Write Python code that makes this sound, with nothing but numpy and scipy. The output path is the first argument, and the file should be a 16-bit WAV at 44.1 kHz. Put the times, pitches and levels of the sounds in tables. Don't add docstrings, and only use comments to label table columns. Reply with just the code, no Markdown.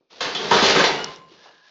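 import sys
import numpy as np
from scipy import signal
from scipy.fft import rfft, irfft
from scipy.io import wavfile

SR = 44100
rng = np.random.default_rng(int(sys.argv[2]) if len(sys.argv) > 2 else 0)


def wrap_up_sound(samples):
    columns = np.atleast_2d(samples).T
    tamed = np.clip(columns, -1, 1)
    steps = np.round(tamed * 32767).astype(np.int16)
    wavfile.write(sys.argv[1], SR, steps)


N = 74970
T = np.arange(N) / SR

# (frequency [Hz], density [dB])
NIGHT_SPECTRUM = [(30, -10), (130, -5), (400, 0), (900, -26), (1900, -30), (2350, -2.5), (2800, -16),
                  (7000, -41)]
# (time [s], level [dB])
SHUFFLE_ENVELOPE = [(.09, -96), (.12, -59.5), (.2, -53), (1.2, -59), (1.35, -60), (1.52, -62), (1.6, -71),
                    (1.7, -97)]
# (frequency [Hz], density [dB])
SHUFFLE_SPECTRUM = [(30, -28), (80, -7), (160, 1), (450, 12.5), (900, -3), (2000, -22.5)]
# (time [s], level [dB])
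SCRAPE_ENVELOPE = [(.09, -82.5), (.108, -52), (.15, -46.5), (.2, -48), (.6, -23), (1.12, -44), (1.165, -48),
                   (1.2, -60), (1.26, -65.5), (1.32, -52.5), (1.40, -54.5), (1.46, -49), (1.53, -58),
                   (1.62, -60), (1.7, -55)]
# (frequency [Hz], density [dB])
SCRAPE_SPECTRUM = [(50, -21), (150, -14), (400, -1.5), (1000, 3), (1600, -1), (2300, -1), (3700, 3.5),
                   (5500, -1.5), (6500, -10), (7500, -30.5)]
# (start [s], release [s], centre [Hz], width [Hz], level [dB])
RAIL_NOTES = [(0.341, .40, 3260, 500, -34), (0.896, 1.047, 2920, 90.8, -39.5),
              (1.05, 1.525, 2880, 39.7, -67), (1.047, 1.624, 1024, 25, -65),
              (1.352, 1.741, 1667, 160, -59.5)]
# (time [s], level [dB], frequency [Hz])
CATCH_SNAPS = [(1.0421, -17.5, 4800), (1.0442, -9.5, 5560), (1.161, -30.5, 5600)]
# (time [s], frequency [Hz], level [dB], t60 [s])
BAR_STRIKES = [(0.204, 3220, -27.5, 0.07), (0.3496, 3440, -19, 0.13), (0.35, 3090, -27, .22),
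               (.3505, 5400, -28, .025), (0.537, 951, -19, 0.29), (0.796, 1540, -13.5, 0.12),
               (0.984, 1423, -32.5, 0.29), (1.075, 1039, -34.5, 0.38), (1.21, 1045, -42.5, 0.32)]
# (time [s], level [dB], centre [Hz], t60 [s], echo re note [dB])
KNOCK_NOTES = [(.009, -53.5, 375, 0.036, -0.5), (0.5138, -6, 941, 0.092, -0.5), (.529, -18, 786, 0.023, -1),
               (.624, -15, 420, 0.054, -0.5), (0.626, -18, 222.4, 0.14, -12), (.760, -13, 1280, 0.037, 0.5),
               (0.7929, -15, 1060, 0.066, -0.5), (1.316, -47.5, 338, 0.093, -0.5),
               (1.458, -39, 776, 0.021, 6.5)]
# (frequency [Hz], level [dB])
PANEL_MODES = [(147, -15.5), (172, -10), (200, -12), (225, -10), (283, -10.5), (364, -5.5), (388, -0.5),
               (406, -8.5), (451, 0.5), (487, -9.5), (556, -2.5), (619, -7), (807, -5.5), (899, -6.5)]
# (frequency [Hz], density [dB])
THUD_SPECTRUM = [(25, -36.5), (60, -23), (115, -25), (165, -4), (300, 0), (420, 11), (600, -3),
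                 (1200, -21.5)]
# (frequency [Hz], density [dB])
RUMBLE_SPECTRUM = [(25, -14), (65, 1.5), (105, -1), (170, 14), (300, -16), (900, -51)]
# (frequency [Hz], density [dB])
CLANG_SPECTRUM = [(100, -28), (300, -5.5), (650, -1.5), (1100, 0.5), (1700, -3), (2300, -6), (3200, -15),
                  (6000, -51)]
# (frequency [Hz], density [dB])
CLATTER_SPECTRUM = [(500, -13), (1500, -2.5), (2500, -2), (3400, 3), (4700, 2), (5600, -4), (6500, -8),
                    (7600, -33)]
# (frequency [Hz], level [dB])
GATE_MODES = [(1072, -2), (1202, -0.5), (1301, -2), (1711, -1), (2228, -2), (2912, -2), (3064, 1),
              (3470, -1), (4081, -3), (4205, -4)]
# (time [s], boom [dB], clang [dB], clatter [dB], chatter time constant [s])
WALL_BLOWS = [(0.207, -33.5, -26.5, -26.5, 0.018), (0.246, -33, -29.5, -30, 0.062),
              (0.348, -37, -34.5, -30, 0.0055), (0.393, -30.5, -32.5, -35, .04),
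              (0.441, -26.5, -34.5, -43, 0.12), (0.511, -19, -21.5, -22.5, 0.016),
              (.532, -23.5, -46, -21.5, 0.013), (.566, -26, -17.5, -24, 0.034),
              (0.626, -19, -24.5, -17, 0.033), (.644, -23, -26, -21, 0.023),
              (0.687, -27.5, -21.5, -17.5, 0.019), (0.751, -18, -19.5, -22, 0.021),
              (0.789, -22, -19, -21.5, 0.014), (.840, -26, -19, -19.5, 0.007),
              (.910, -27.5, -32, -51, 0.032), (.980, -36.5, -38.5, -51.5, 0.039),
              (1.073, -48, -64, -66, 0.025)]


def undb(db):
    return 10 ** (np.asarray(db) / 20)


def unit(x):
    return x / np.sqrt(np.sum(x ** 2) + 1e-18)


def level(x, rms_db):
    return unit(x) * np.sqrt(N) * undb(rms_db)


def fade(t60_s):
    return np.exp(-np.log(1000) * T / t60_s)


def envelope(points):
    return undb(np.interp(T, *np.array(points).T))


def at(x, start_s):
    return np.concatenate([np.zeros(int(start_s * SR)), x])[:N]


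def through(drive, response):
    return signal.fftconvolve(drive, response)[:N]


def noise():
    return rng.standard_normal(N)


def colour(x, spectrum):
    hz, db = np.array(spectrum, float).T
    bins_hz = np.arange(N // 2 + 1) * SR / N
    gain = undb(np.interp(np.log(bins_hz + 1), np.log(hz), db))
    return level(irfft(rfft(x) * gain, N), 0)


def resonate(x, hz, stage_width_hz):
    b, a = signal.iirpeak(hz, hz / stage_width_hz, fs=SR)
    return signal.lfilter(b, a, signal.lfilter(b, a, x))


def clicks(rate_per_s, scatter_db):
    hits = rng.random(N) < rate_per_s / SR
    return hits * np.sign(noise()) * undb(scatter_db * noise())


def ring(modes, t60_s):
    tones = sum(undb(db) * np.sin(2 * np.pi * (hz * T + rng.random())) for hz, db in modes)
    return unit(tones * fade(t60_s))


def night(rms_db=-84):
    return colour(noise(), NIGHT_SPECTRUM) * undb(rms_db)


def shuffling():
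    return colour(noise(), SHUFFLE_SPECTRUM) * envelope(SHUFFLE_ENVELOPE)


def scraping():
    slips = clicks(rate_per_s=1300, scatter_db=1.5)
    power = through(slips ** 2, fade(t60_s=0.034) ** 2)
    grains = noise() * np.sqrt(np.abs(power))
    return colour(grains, SCRAPE_SPECTRUM) * envelope(SCRAPE_ENVELOPE)


def rails(attack_s=0.031, release_s=0.05, steadiness=0.25):
    out = 0
    for start_s, end_s, hz, width_hz, db in RAIL_NOTES:
        note = resonate(noise(), hz, width_hz)
        note /= (np.abs(signal.hilbert(note)) + 1e-9) ** steadiness
        attack = np.clip((T - start_s) / attack_s, 0, 1)
        release = np.exp(-np.maximum(T - end_s, 0) / release_s)
        out += level(note, db) * attack * release
    return out


def catch(t60_s=0.0045):
    return sum(at(undb(db) * np.sin(2 * np.pi * hz * T) * fade(t60_s), start_s)
               for start_s, db, hz in CATCH_SNAPS)


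def bars(beat_hz=23, upper_db=-15.5, attack_s=0.0016):
    attack = 1 - np.exp(-T / attack_s)
    out = 0
    for start_s, hz, db, t60_s in BAR_STRIKES:
        lower = np.sin(2 * np.pi * hz * T)
        upper = undb(upper_db) * np.sin(2 * np.pi * ((hz + beat_hz) * T + rng.random()))
        out += at(undb(db) * (lower + upper) * fade(t60_s) * attack, start_s)
    return out


def knocks(echo_t60_s=0.33, low_cut_ratio=0.42):
    out = 0
    for start_s, db, hz, t60_s, echo_db in KNOCK_NOTES:
        note = np.sin(2 * np.pi * hz * T) * fade(t60_s)
        echo = unit(resonate(noise() * fade(echo_t60_s), hz, stage_width_hz=hz))
        echo *= undb(echo_db) * np.linalg.norm(note)
        low_cut = signal.butter(2, hz * low_cut_ratio, "high", fs=SR, output="sos")
        out += undb(db) * at(signal.sosfilt(low_cut, note + echo), start_s)
    return out


def panel(thud_db=-3, rumble_db=-18.5, attack_s=0.0039):
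    thud = undb(thud_db) * unit(colour(noise(), THUD_SPECTRUM) * fade(t60_s=0.57))
    rumble = undb(rumble_db) * unit(colour(noise(), RUMBLE_SPECTRUM) * fade(t60_s=1.09))
    modes = ring(PANEL_MODES, t60_s=0.43)
    attack = 1 - np.exp(-T / attack_s)
    return unit((modes + thud + rumble) * attack)


def sheet(spectrum, t60_s, modes_per_hz=0.12, wash_db=1.5, contact_db=-11):
    mode_bins = rng.random(N // 2 + 1) < modes_per_hz * SR / N
    phasors = np.exp(2j * np.pi * rng.random(N // 2 + 1))
    modes = colour(irfft(mode_bins * phasors, N), spectrum)
    wash = undb(wash_db) * colour(noise(), spectrum)
    tail = unit((modes + wash) * fade(t60_s))
    contact = undb(contact_db) * unit(colour(noise(), spectrum) * fade(t60_s=0.0077))
    return unit(tail + contact)


def wall(gate_db=-11.5, chatter_db=4.5):
    boom = panel()
    clang = sheet(CLANG_SPECTRUM, t60_s=0.55) + undb(gate_db) * ring(GATE_MODES, t60_s=0.55)
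    clatter = sheet(CLATTER_SPECTRUM, t60_s=0.41)
    drives = np.zeros((3, N))
    for start_s, boom_db, clang_db, clatter_db, decay_s in WALL_BLOWS:
        chatter = clicks(rate_per_s=450, scatter_db=4.5) * np.exp(-T / decay_s)
        force = undb(chatter_db) * unit(chatter)
        force[0] += 1
        drives += undb([boom_db, clang_db, clatter_db])[:, None] * at(unit(force), start_s)
    gain = np.sqrt(SR / 20)
    return gain * sum(through(drive, body) for drive, body in zip(drives, (boom, clang, clatter)))


def scene():
    metal = wall() + bars() + rails() + catch()
    return (metal + knocks() + scraping() + shuffling() + night())[None]


def record(dry):
    top_hz = 7400
    low_pass = signal.ellip(10, 0.2, 80, top_hz, fs=SR, output="sos")
    return signal.sosfilt(low_pass, np.tanh(dry))


dry = scene()
out = record(dry)
wrap_up_sound(out)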